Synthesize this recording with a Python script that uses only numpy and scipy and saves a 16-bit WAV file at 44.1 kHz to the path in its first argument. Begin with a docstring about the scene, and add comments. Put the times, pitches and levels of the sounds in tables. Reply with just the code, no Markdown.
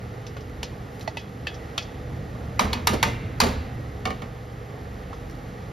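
"""A small kitchen: an extractor fan hums while pasta simmers and fries in a pan on a gas stove.
From 0.3 s tongs click lightly in short noise bursts and partials; at 1.0 s wet food lands and spits.
From 2.6 to 3.4 s metal knocks hard: the pan's modes ring, the stove thuds, booms and rumbles, the room answers.
Near 4.1 s a utensil is put down and bounces, then large bubbles plop as rising sines.
After two last faint clicks, the tongs stir the noodles at 5.3 s and the frying ticks grow louder."""
import sys
import numpy as np
from scipy import signal
from scipy.fft import rfft, irfft, next_fast_len
from scipy.io import wavfile
from scipy.ndimage import map_coordinates

SR = 44100
rng = np.random.default_rng(int(sys.argv[2]) if len(sys.argv) > 2 else 0)


def persist_wave(psi):
    """Save psi, clipped to +-1, as 16-bit WAV."""
    counts = np.round(np.clip(psi, -1, 1) * 32767).astype(np.int16)
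    wavfile.write(sys.argv[1], SR, np.atleast_2d(counts).T)


N = 252252
RING_T = np.arange(SR) / SR  # the second after a contact


def amp(db):
    """Decibels to gain."""
    return 10 ** (np.asarray(db) / 20)


def unit(x):
    """Scale to rms 1."""
    return x / np.sqrt(np.mean(x ** 2) + 1e-20)


def along(points, hz):
    """Read (freq_hz, value) points on a log frequency axis."""
    f, v = np.transpose(points)
    return np.interp(np.log(hz + 1), np.log(f + 1), v)


def curve(rows):
    """Read (time_s, value) rows at every sample."""
    return np.interp(np.arange(N) / SR, *np.transpose(rows))


def wobble(rate):
    """A smooth random curve, rate knots a second."""
    knots = rng.standard_normal(int(N * rate / SR) + 4)
    return map_coordinates(knots, [np.arange(N) * rate / SR])


def swell(s, half_s):
    """A smooth bump of height 1 around time s."""
    return np.exp(-((np.arange(N) / SR - s) / half_s) ** 2)


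def filtered(x, response):
    """x times a response of frequency."""
    n = x.shape[-1]
    m = next_fast_len(n + SR // 4)  # padded so that the filter's tail does not wrap round
    return irfft(rfft(x, m) * response(np.fft.rfftfreq(m, 1 / SR)), m)[..., :n]


def noise(response, size):
    """Two unrelated coloured noises, mid and side, of rms 1 together."""
    return unit(filtered(rng.standard_normal((2, size)), response))


def band_noise(centre_hz, half_width_hz, size=SR):
    """Noise around one broad resonance."""
    return noise(lambda hz: 1 / (1 + ((hz - centre_hz) / half_width_hz) ** 2), size)


def fade(t60, attack):
    """A quick rise, then a fall of 60 dB in t60."""
    return amp(-60 * RING_T / t60) * (1 - np.exp(-RING_T / attack))


def partial(hz, rough):
    """A sine whose phase drifts, so that it rings as a narrow band; mid and side differ."""
    drift = np.cumsum(rng.standard_normal((2, SR)), axis=1) * rough * np.sqrt(hz / SR)
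    return np.sin(2 * np.pi * (hz * RING_T + drift + rng.random((2, 1))))


def ringing(modes, rough, scatter_db):
    """Modes (pitch_hz, level_db, t60_s) struck together, their strengths varying from blow to blow."""
    return sum(amp(db + rng.normal(0, scatter_db)) * partial(hz, rough) * fade(t60, attack=0.00089)
               for hz, db, t60 in modes)


def add(track, s, sound):
    """Mix a sound into the track at time s."""
    part = track[:, round(s * SR):][:, :sound.shape[1]]
    part += sound[:, :part.shape[1]]


# turn-rate harmonics of the fan: multiple, relative level_db
FAN_HARMONICS = [(2, -8), (3, -5), (4, -13), (5, -0.5), (6, -5), (7, -23), (8, -12), (11, -15), (14, -12.5),
                 (18, -11), (21, -13)]
# colour of its rushing air: freq_hz, gain_db
AIR_COLOUR = [(200, 2), (300, -1), (360, -5.5), (470, 4.5), (570, -5), (800, -3), (970, -14), (1200, -9.5),
              (1580, -14.5), (1900, -9), (2400, -17), (4000, -22), (7000, -29.5), (12000, -29),
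              (14000, -35), (16000, -62)]
FAN_HZ = 23.39  # mean turns of the fan a second


def fan():
    """The extractor hums on multiples of its slightly unsteady turn rate, rushes with air and whistles."""
    turns = np.cumsum(FAN_HZ * (1 + 0.00417 * wobble(3))) / SR
    hum = sum(amp(db + 3.6 * wobble(5.05)) * np.sin(2 * np.pi * (round(k) * turns + rng.random()))
              for k, db in FAN_HARMONICS)
    air = noise(lambda hz: amp(along(AIR_COLOUR, hz)) * hz ** 2 / (hz ** 2 + 130 ** 2), size=N)
    air = air * amp(0.63 * wobble(3.73))
    whistle = band_noise(11550, 70, size=N)[0]
    centre = amp(-40.0) * hum + amp(-68.0) * whistle
    return np.array([centre, np.zeros(N)]) + amp(-43.5) * air


# level of the handling rumble before its trim: time_s, level_db
RUMBLE_LEVEL = [(0.0, -38), (0.83, -36.5), (1.77, -39), (2.09, -33.5), (2.64, -34.5), (2.95, -29.5),
                (4.52, -40.5), (5.72, -36.5)]
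# colour of the rumble: freq_hz, gain_db
RUMBLE_COLOUR = [(20, -37), (45, -7.5), (85, 0), (150, -7), (260, -11.5), (500, -26), (1500, -88)]
RUMBLE_TRIM_DB = -2


def handling_rumble():
    """The low rumble of the stove being handled: deep noise, rising around 3 s and then falling."""
    level_db = curve(RUMBLE_LEVEL) + RUMBLE_TRIM_DB
    return amp(level_db) * noise(lambda hz: amp(along(RUMBLE_COLOUR, hz)), size=N)


# colour of the frying: freq_hz, gain_db
SIZZLE_COLOUR = [(500, -16), (2000, 2.5), (5000, -2.5), (7000, -6), (12000, 1), (14000, -5), (16000, -40)]
FRYING_DB, FRYING_DRIFT_DB = -64, -1  # base level and its slow drift
LAND_S, LAND_HALF_S, LAND_RISE_DB = 1.005, 0.037, 15.5  # wet food lands in the pan and spits
STIR_S, STIR_HALF_S, STIR_RISE_DB = 5.33, 0.13, 6  # the noodles are stirred


def frying():
    """Tiny bubbles burst all over the pan: dense uneven ticks, louder as food lands and is stirred."""
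    sizes = amp(2.4 * rng.standard_normal(N))
    bursts = (rng.random(N) < 900 / SR) * rng.standard_normal((2, N)) * sizes
    level_db = FRYING_DB + FRYING_DRIFT_DB * wobble(1.8)
    level_db = level_db + LAND_RISE_DB * swell(LAND_S, LAND_HALF_S) + STIR_RISE_DB * swell(STIR_S, STIR_HALF_S)
    return amp(level_db) * unit(filtered(bursts, lambda hz: amp(along(SIZZLE_COLOUR, hz))))


def bubble(hz):
    """One bursting bubble: a short ring that rises in pitch."""
    t = RING_T[:SR // 25]
    return np.sin(2 * np.pi * hz * t * (1 + 4 * t)) * np.exp(-hz * t / 7) * (1 - np.exp(-hz * t))


# the sauce boils up: centre_s, half_length_s, rise_db
SURGES = [(0.7, 0.42, 6), (2.35, 0.92, 12), (3.62, 0.35, 12.5), (4.745, 0.055, 13), (5.45, 0.25, 5)]
# large bubbles in the centre: start_s, starting pitch_hz, level_db
PLOPS = [(4.330, 1020, -45), (4.752, 666, -38), (4.772, 835, -40), (4.864, 510, -37)]
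BUBBLES_PER_S, BUBBLE_DB, BUBBLE_RANGE_DB = 90, -53, 5  # rate, base level, small to large


def simmer():
    """Sauce bubbles pop between the noodles, a few large ones among them."""
    track = np.zeros((2, N))
    boil_db = BUBBLE_DB + sum(db * swell(s, half_s) for s, half_s, db in SURGES)
    for when, pitch, size, spread in rng.random((round(BUBBLES_PER_S * N / SR), 4)):
        hz = 450 * 5 ** pitch
        # a few are loud; high ones are quieter
        level_db = boil_db[int(when * N)] + BUBBLE_RANGE_DB * size ** 2 - 7 * pitch
        add(track, when * N / SR, amp(level_db) * np.outer([1, 2 * spread - 1], bubble(hz)))
    for s, hz, level_db in PLOPS:
        add(track, s, amp(level_db) * np.outer([1, 0], bubble(hz)))
    return track


# how long the room holds each frequency: freq_hz, t60_s
KITCHEN_DECAY = [(100, 0.96), (500, 0.26), (2000, 1.15), (3300, 0.8), (5000, 0.49), (12000, 0.34)]


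def in_kitchen(sound, wet_db):
    """A contact plus the room's answer, in which each frequency dies at its own speed."""
    hz, t, z = signal.stft(rng.standard_normal((2, SR)), SR, nperseg=256)
    decay = amp(-60 * t / along(KITCHEN_DECAY, hz)[:, None])
    tail = signal.istft(z * decay, SR, nperseg=256)[1][:, :SR]
    tail = tail * (1 - np.exp(-RING_T / 0.0041))  # reflections take a moment to build up
    echo = signal.fftconvolve(sound[:1], tail / np.linalg.norm(tail[0]), axes=1)[:, :SR]
    return sound + amp(wet_db) * echo


# colour of a dry snap: freq_hz, gain_db
SNAP_COLOUR = [(150, -5), (600, 2.5), (1500, -9), (3000, 3), (5500, -5), (7500, -9.5), (12000, -11.5),
               (16000, -32)]


def snap_gain(hz):
    """Spectrum of a dry, sharp first touch."""
    return amp(along(SNAP_COLOUR, hz))


# light clicks of the tongs, levels before trims: start_s, ring level_db, six partials pitch_hz
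# from strong to weak, snap level_db, arms level_db, rebound delay_s
CLICKS = [(0.266, -40, 5340, 6100, 3560, 4330, 2470, 6800, -44, -65, 0.012),
          (0.367, -32.5, 565, 1080, 1430, 2130, 3050, 4100, -46.5, -54, 0.04),
          (0.630, -30.5, 2910, 920, 5240, 554, 2600, 5650, -28.5, -49, 0.008),
          (1.009, -40.5, 3900, 4180, 5600, 3700, 6300, 9900, -45, -62, 0.0099),
          (1.076, -19.5, 654, 880, 1970, 730, 4350, 2570, -38, -54, 0.0027),
          (1.170, -27, 2595, 1995, 900, 590, 2930, 4600, -36.5, -42.5, 0.024),
          (1.469, -20, 2600, 1746, 3150, 2930, 4620, 3930, -34, -37, 0.072),
          (1.778, -20.5, 3150, 2610, 1350, 3900, 1100, 5760, -25, -36.5, 0.045),
          (2.730, -19.5, 3910, 4360, 3165, 2260, 1020, 1660, -29.5, -39, 0.0073),
          (5.129, -32.5, 1104, 1320, 930, 1180, 720, 1740, -52, -64, 0.01),
          (5.298, -49, 5500, 5900, 4600, 5200, 6300, 4000, -59, -70, 0.011)]
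# modes of the arms of the tongs: pitch_hz, relative level_db, t60_s
TONGS_MODES = [(918, -4, 0.077), (1713, -6, 0.22), (2010, -3, .12), (1360, -11, .09), (2540, 3, 0.19),
               (2910, 1, 0.16), (3170, -6, 0.22), (3330, -2, 0.32), (3460, -2, .15), (3700, -1, 0.11),
               (4150, -9, .12), (4380, -5, .1), (4700, -4, .15)]
PARTIAL_STEP_DB = -3  # each partial re the one before
REBOUND_DB, REBOUND_HZ = -30, 5100  # level before the share of the snap's, and centre


def clicks():
    """Tongs touch metal lightly: a snap, short partials set by the contact point, ringing arms, a rebound."""
    track = np.zeros((2, N))
    for s, ring_db, *partials_hz, snap_db, arms_db, rebound_s in CLICKS:
        ring = sum(amp(PARTIAL_STEP_DB * k) * partial(hz, rough=0.045) for k, hz in enumerate(partials_hz))
        ring = ring * fade(t60=0.049, attack=0.001)
        snap = noise(snap_gain, size=SR) * fade(t60=0.04, attack=0.00054)
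        rattle = band_noise(4300, 1500) * fade(t60=0.14, attack=0.0022)
        clack = amp(snap_db + 4.5) * (snap + amp(-11.5) * rattle)
        arms = amp(arms_db) * ringing(TONGS_MODES, rough=0.055, scatter_db=1.5)
        add(track, s, amp(ring_db) * ring + arms + in_kitchen(clack, wet_db=-17.0))
        # the springy arms touch again with a thin tick
        rebound = band_noise(REBOUND_HZ, 1200) * fade(t60=0.099, attack=0.0005)
        add(track, s + rebound_s, amp(REBOUND_DB + 0.43 * snap_db) * rebound)
    return track


# resonances of the stove and its grate: centre_hz, width_hz, gain_db
STOVE = [(70, 29, -1.5), (114, 82, -6.5), (227.4, 28, 2.5), (442, 73, -7), (653, 316, -12)]


def stove_response(hz):
    """The stove's resonances in parallel, every second one in opposite phase."""
    return sum((-1) ** k * amp(db) * 1j * hz * w / (c * c - hz * hz + 1j * hz * w)
               for k, (c, w, db) in enumerate(STOVE))


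def thud(t60, attack):
    """A shake of the stove and its grate: noise through their resonances, scaled to peak 1."""
    shake = noise(stove_response, size=SR) * fade(t60, attack)
    return shake / np.abs(shake).max()


# colour of a hard blow: freq_hz, gain_db
BLOW_COLOUR = [(100, -52), (400, -16.5), (680, -13.5), (900, -5.5), (1200, -9), (1550, -8.5), (2200, -7.5),
               (3200, -11), (4300, -11), (6500, -16), (11500, -12.5), (14000, -20), (16000, -56)]


def blow_db(hz):
    """Spectrum of metal hitting metal hard, in dB."""
    return along(BLOW_COLOUR, hz)


# hard knocks on the pan, levels before trims: start_s, level_db, brightness_db_per_octave,
# strongest resonance_hz, clatter_db and ring_db re the knock, four favoured modes pitch_hz, thud level_db,
# chatter_db re the blow, clack pitch_hz, clack level_db, clank pitch_hz, clank level_db
KNOCKS = [(2.593, -16, -1.8, 2080, -13, -12.5, 965, 1220, 2250, 3898, -32, -19, 1005, -14.5, 5200, -26),
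          (2.731, -25.5, 0.88, 3970, -24, -11, 858, 965, 3898, 4440, -38, -21, 920, -23, 3110, -32),
          (2.871, -13, 1.7, 2260, -14, -14.5, 1220, 1755, 2838, 3898, -32, -9, 897, -13.5, 5320, -23),
          (3.028, -14.5, 0.26, 2300, -14.5, -11.5, 905, 1755, 2070, 2509, -36, -6, 930, -18, 2360, -22),
          (3.402, -14, 0.86, 4630, -6, -11.5, 738, 1163, 2370, 4440, -27.5, -30, 995, -15, 4460, -18)]
CHATTER_S, CHATTER_DULL = 0.006, -4.5  # the metal strikes again: delay, change in dB per octave
CHATTER_RING_DB = -8  # it rings the pan less than the blow


def contacts():
    """Every knock is two contacts: the blow and a duller chatter right after it."""
    for (s, level_db, bright_db, accent_hz, clatter_db, ring_db, *favoured_hz,
         thud_db, chatter_db, _, _, _, _) in KNOCKS:
        yield s, level_db, bright_db, accent_hz, clatter_db, ring_db, favoured_hz, thud_db
        yield (s + CHATTER_S, level_db + chatter_db, bright_db + CHATTER_DULL, accent_hz, clatter_db,
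               ring_db + CHATTER_RING_DB, favoured_hz, thud_db + chatter_db)


# modes of the pan: pitch_hz, relative level_db, t60_s
PAN_MODES = [(428, -8, .28), (738, -7, .35), (858, 3, .08), (905, -3, .28), (965, -2, .22), (1045, 3, .06),
             (1163, -4.5, .26), (1220, -2, .25), (1410, -7, .22), (1624, -8, .15), (1755, -6, .28),
             (1830, -7, .3), (1965, -7, .26), (2070, -5, .28), (2250, -5, .12), (2370, -9, .28),
             (2509, -5.5, .23), (2838, -6, .3), (3085, -8, .27), (3321, -10, .23), (3418, -10, .23),
             (3700, -12, .22), (3898, -6, .18), (4440, -8, .2), (5215, -10, .18), (5687, -9, .22),
             (5868, -11, .24)]
FAVOUR_DB = 6  # lift of the pan modes that a knock favours
RATTLE_DB, RATTLE_PER_S = 3, 199  # unevenness of the clatter: depth, rate
THUD_DELAY_S = 0.012  # the stove gives way just after the blow


def knocks():
    """Each hard blow cracks, rings the pan, clatters the loose metal and shakes the stove."""
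    track = np.zeros((2, N))
    for s, level_db, bright_db, accent_hz, clatter_db, ring_db, favoured_hz, thud_db in contacts():
        # each contact has its own brightness, and its place on the pan favours one resonance
        tilt_db = lambda hz: bright_db * np.log2((hz + 100) / 2000)
        contact_db = lambda hz: tilt_db(hz) + 6 / (1 + ((hz / accent_hz - 1) / 0.077) ** 2)
        crack = noise(lambda hz: amp(blow_db(hz) + contact_db(hz)), size=SR)
        crack = crack * fade(t60=0.035, attack=0.00079)
        # first touch of metal on metal: over within a few milliseconds
        tick = noise(lambda hz: snap_gain(hz) * amp(contact_db(hz)) * hz / (hz + 3000), size=SR)
        tick = tick * fade(t60=0.008, attack=0.0012)
        # the clatter is duller than the blow itself, and uneven
        uneven = unit(amp(RATTLE_DB * wobble(RATTLE_PER_S)[:SR]))
        clatter = noise(lambda hz: amp(blow_db(hz) + tilt_db(hz)) / np.hypot(1, hz / 6000), size=SR)
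        clatter = uneven * clatter * fade(t60=0.27, attack=0.00053)
        # the modes that move most at the struck spot sing out over the rest
        favoured = np.array(favoured_hz)
        favour_db = lambda hz: FAVOUR_DB * np.exp(-((hz / favoured - 1) / 0.025) ** 2).max()
        modes = [(hz, db + favour_db(hz), t60) for hz, db, t60 in PAN_MODES]
        ring = ringing(modes, rough=0.015, scatter_db=1.0)
        metal = amp(7.0) * tick + amp(4) * crack + amp(clatter_db) * clatter
        add(track, s, amp(level_db) * (in_kitchen(metal, wet_db=-12.0) + amp(ring_db - 3) * ring))
        add(track, s + THUD_DELAY_S, amp(thud_db + 14.5) * thud(t60=0.46, attack=0.0073))
    return track


CLACK_RISE_S = 0.0026  # the wall of the pan flexes: time to its widest swing
CLANK_SPREAD = 0.06  # spacing of a clank's three partials, as a share of its pitch


def clacks():
    """Each knock flexes the pan wall, a hollow clack of a few swings, and sets off a brief clank."""
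    track, age = np.zeros((2, N)), RING_T / CLACK_RISE_S
    for s, *_, clack_hz, clack_db, clank_hz, clank_db in KNOCKS:
        phase = 2 * np.pi * clack_hz * RING_T
        swings = np.array([np.sin(phase), np.cos(phase)]) * (age * np.exp(1 - age)) ** 2
        clank = sum(partial(clank_hz * (1 + CLANK_SPREAD * k), rough=0.05) for k in (-1, 0, 1))
        clank = clank * fade(t60=0.037, attack=0.00078)
        add(track, s, in_kitchen(amp(clack_db) * swings + amp(clank_db) * clank, wet_db=-15.5))
    return track


BOOM_HZ, BOOM_HALF_WIDTH_HZ = 88, 45
BOOM_RISE_S, BOOM_T60_S = 0.041, 1.54


def boom():
    """The stove's body booms on in one broad, deep resonance with each knock."""
    track = np.zeros((2, N))
    for s, *_, thud_db, _, _, _, _, _ in KNOCKS:
        body = band_noise(BOOM_HZ, BOOM_HALF_WIDTH_HZ)
        add(track, s, amp(thud_db) * body * fade(BOOM_T60_S, BOOM_RISE_S))
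    return track


# the rocked pan drops back on the grate: start_s, deep thump level_db, hollow thump level_db,
# grate shake level_db, clatter level_db
JOLTS = [(2.603, -36, -30, -22.5, -24), (2.640, -22.5, -28, -36, -34.5), (2.930, -20, -14.5, -16, -26.5),
         (3.066, -25, -22, -25, -42), (3.431, -22, -17, -22, -33), (3.462, -20, -17.5, -21, -32)]
# deep thump of the stove's body: pitch_hz, relative level_db, t60_s
DEEP_MODES = [(80.5, -3, .3), (121.2, -7.5, 0.27)]
# hollow thump of its grate: pitch_hz, relative level_db, t60_s
HOLLOW_MODES = [(222, -2.5, .14), (252, -7, 0.13), (428, -14, .15)]


def jolts():
    """The rocked pan drops back on the grate: a deep and a hollow thump, a shake and a little clatter."""
    track = np.zeros((2, N))
    for s, deep_db, hollow_db, shake_db, clatter_db in JOLTS:
        deep = amp(deep_db) * ringing(DEEP_MODES, rough=0.052, scatter_db=0)
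        hollow = amp(hollow_db) * ringing(HOLLOW_MODES, rough=0.045, scatter_db=1)
        thump = (deep + hollow) * (1 - np.exp(-RING_T / 0.0042))  # a softened onset
        shake = band_noise(470, 190) * fade(t60=0.15, attack=0.005)
        shake = amp(shake_db) * shake / np.abs(shake).max()
        clatter = noise(lambda hz: amp(blow_db(hz)), size=SR) * fade(t60=0.11, attack=0.0029)
        add(track, s, thump + shake + amp(clatter_db) * clatter)
    return track


# a utensil is put down and bounces, levels before trims: start_s, ring level_db, snap level_db,
# thud level_db, woody knock level_db
CLUNKS = [(4.054, -26, -24, -24, -35), (4.072, -33.5, -35, -27.5, -38), (4.104, -31, -34, -31, -39),
          (4.219, -39.5, -38.5, -32.5, -32.5)]
# modes of the utensil: pitch_hz, relative level_db, t60_s
UTENSIL_MODES = [(468, -6, .15), (577, -12, .12), (749, -0.5, 0.24), (1089, 1, 0.13), (1204, -2, 0.21),
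                 (1370, -1.5, .08), (1790, -1, 0.1), (1880, -2.5, 0.1), (2220, 3, 0.085),
                 (2320, -2.5, 0.11), (2800, -11, 0.18), (2910, -5, 0.15), (3230, -16, .1), (3930, -16, .1),
                 (4590, -12, .11)]


def clunks():
    """A utensil bounces beside the pan: a dry snap, a few hollow modes, a woody knock, a thud."""
    track = np.zeros((2, N))
    for s, ring_db, snap_db, thud_db, wood_db in CLUNKS:
        ring = amp(ring_db - 4) * ringing(UTENSIL_MODES, rough=0.034, scatter_db=0.0)
        snap = amp(snap_db) * noise(snap_gain, size=SR) * fade(t60=0.042, attack=0.00026)
        wood = amp(wood_db) * band_noise(520, 110) * fade(t60=0.12, attack=0.0036)
        shake = amp(thud_db + 4) * thud(t60=0.226, attack=0.0069)
        add(track, s, ring + wood + in_kitchen(snap, wet_db=-12.5) + shake)
    return track


# stereo width by frequency: freq_hz, side gain_db
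WIDTH = [(60, -28), (200, -20), (380, -5.5), (700, -6), (1300, 2.5), (2400, -12.5), (4400, -35), (6500, -1),
         (9500, -4), (11800, -28), (14500, 1)]
# stereo lean: freq_hz, left minus right in level_db
LEAN = [(60, -1), (380, -1.5), (1300, -4.5), (2400, -0.5), (4400, 0)]


def scene():
    """All sources as mid and side, spread by frequency to left and right, leaning right below the treble."""
    both = fan() + handling_rumble() + frying() + simmer() + clicks()
    both = both + knocks() + clacks() + boom() + jolts() + clunks()
    mid, side = both[0], filtered(both[1], lambda hz: amp(along(WIDTH, hz)))
    pair = np.array([mid + side, mid - side])
    return filtered(pair, lambda hz: amp(np.outer([.5, -.5], along(LEAN, hz))))


# where the microphone's two ports cancel in the middle: freq_hz, gain_db
MICROPHONE = [(6000, 0), (7500, -5), (8400, -30), (9300, -8.5), (11000, -7)]
TOP_HZ = 16000  # band limit


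def record(dry):
    """The microphone pair notches the centre's treble; a safety limit and a band limit follow."""
    mid = dry.mean(axis=0)
    heard = dry - mid + filtered(mid, lambda hz: amp(along(MICROPHONE, hz)))
    # a safety limit keeps the highest peaks from overloading
    limited = heard / (1 + np.abs(heard / .92) ** 8) ** (1 / 8)
    return filtered(limited, lambda hz: hz < TOP_HZ)


dry = scene()
out = record(dry)
persist_wave(out)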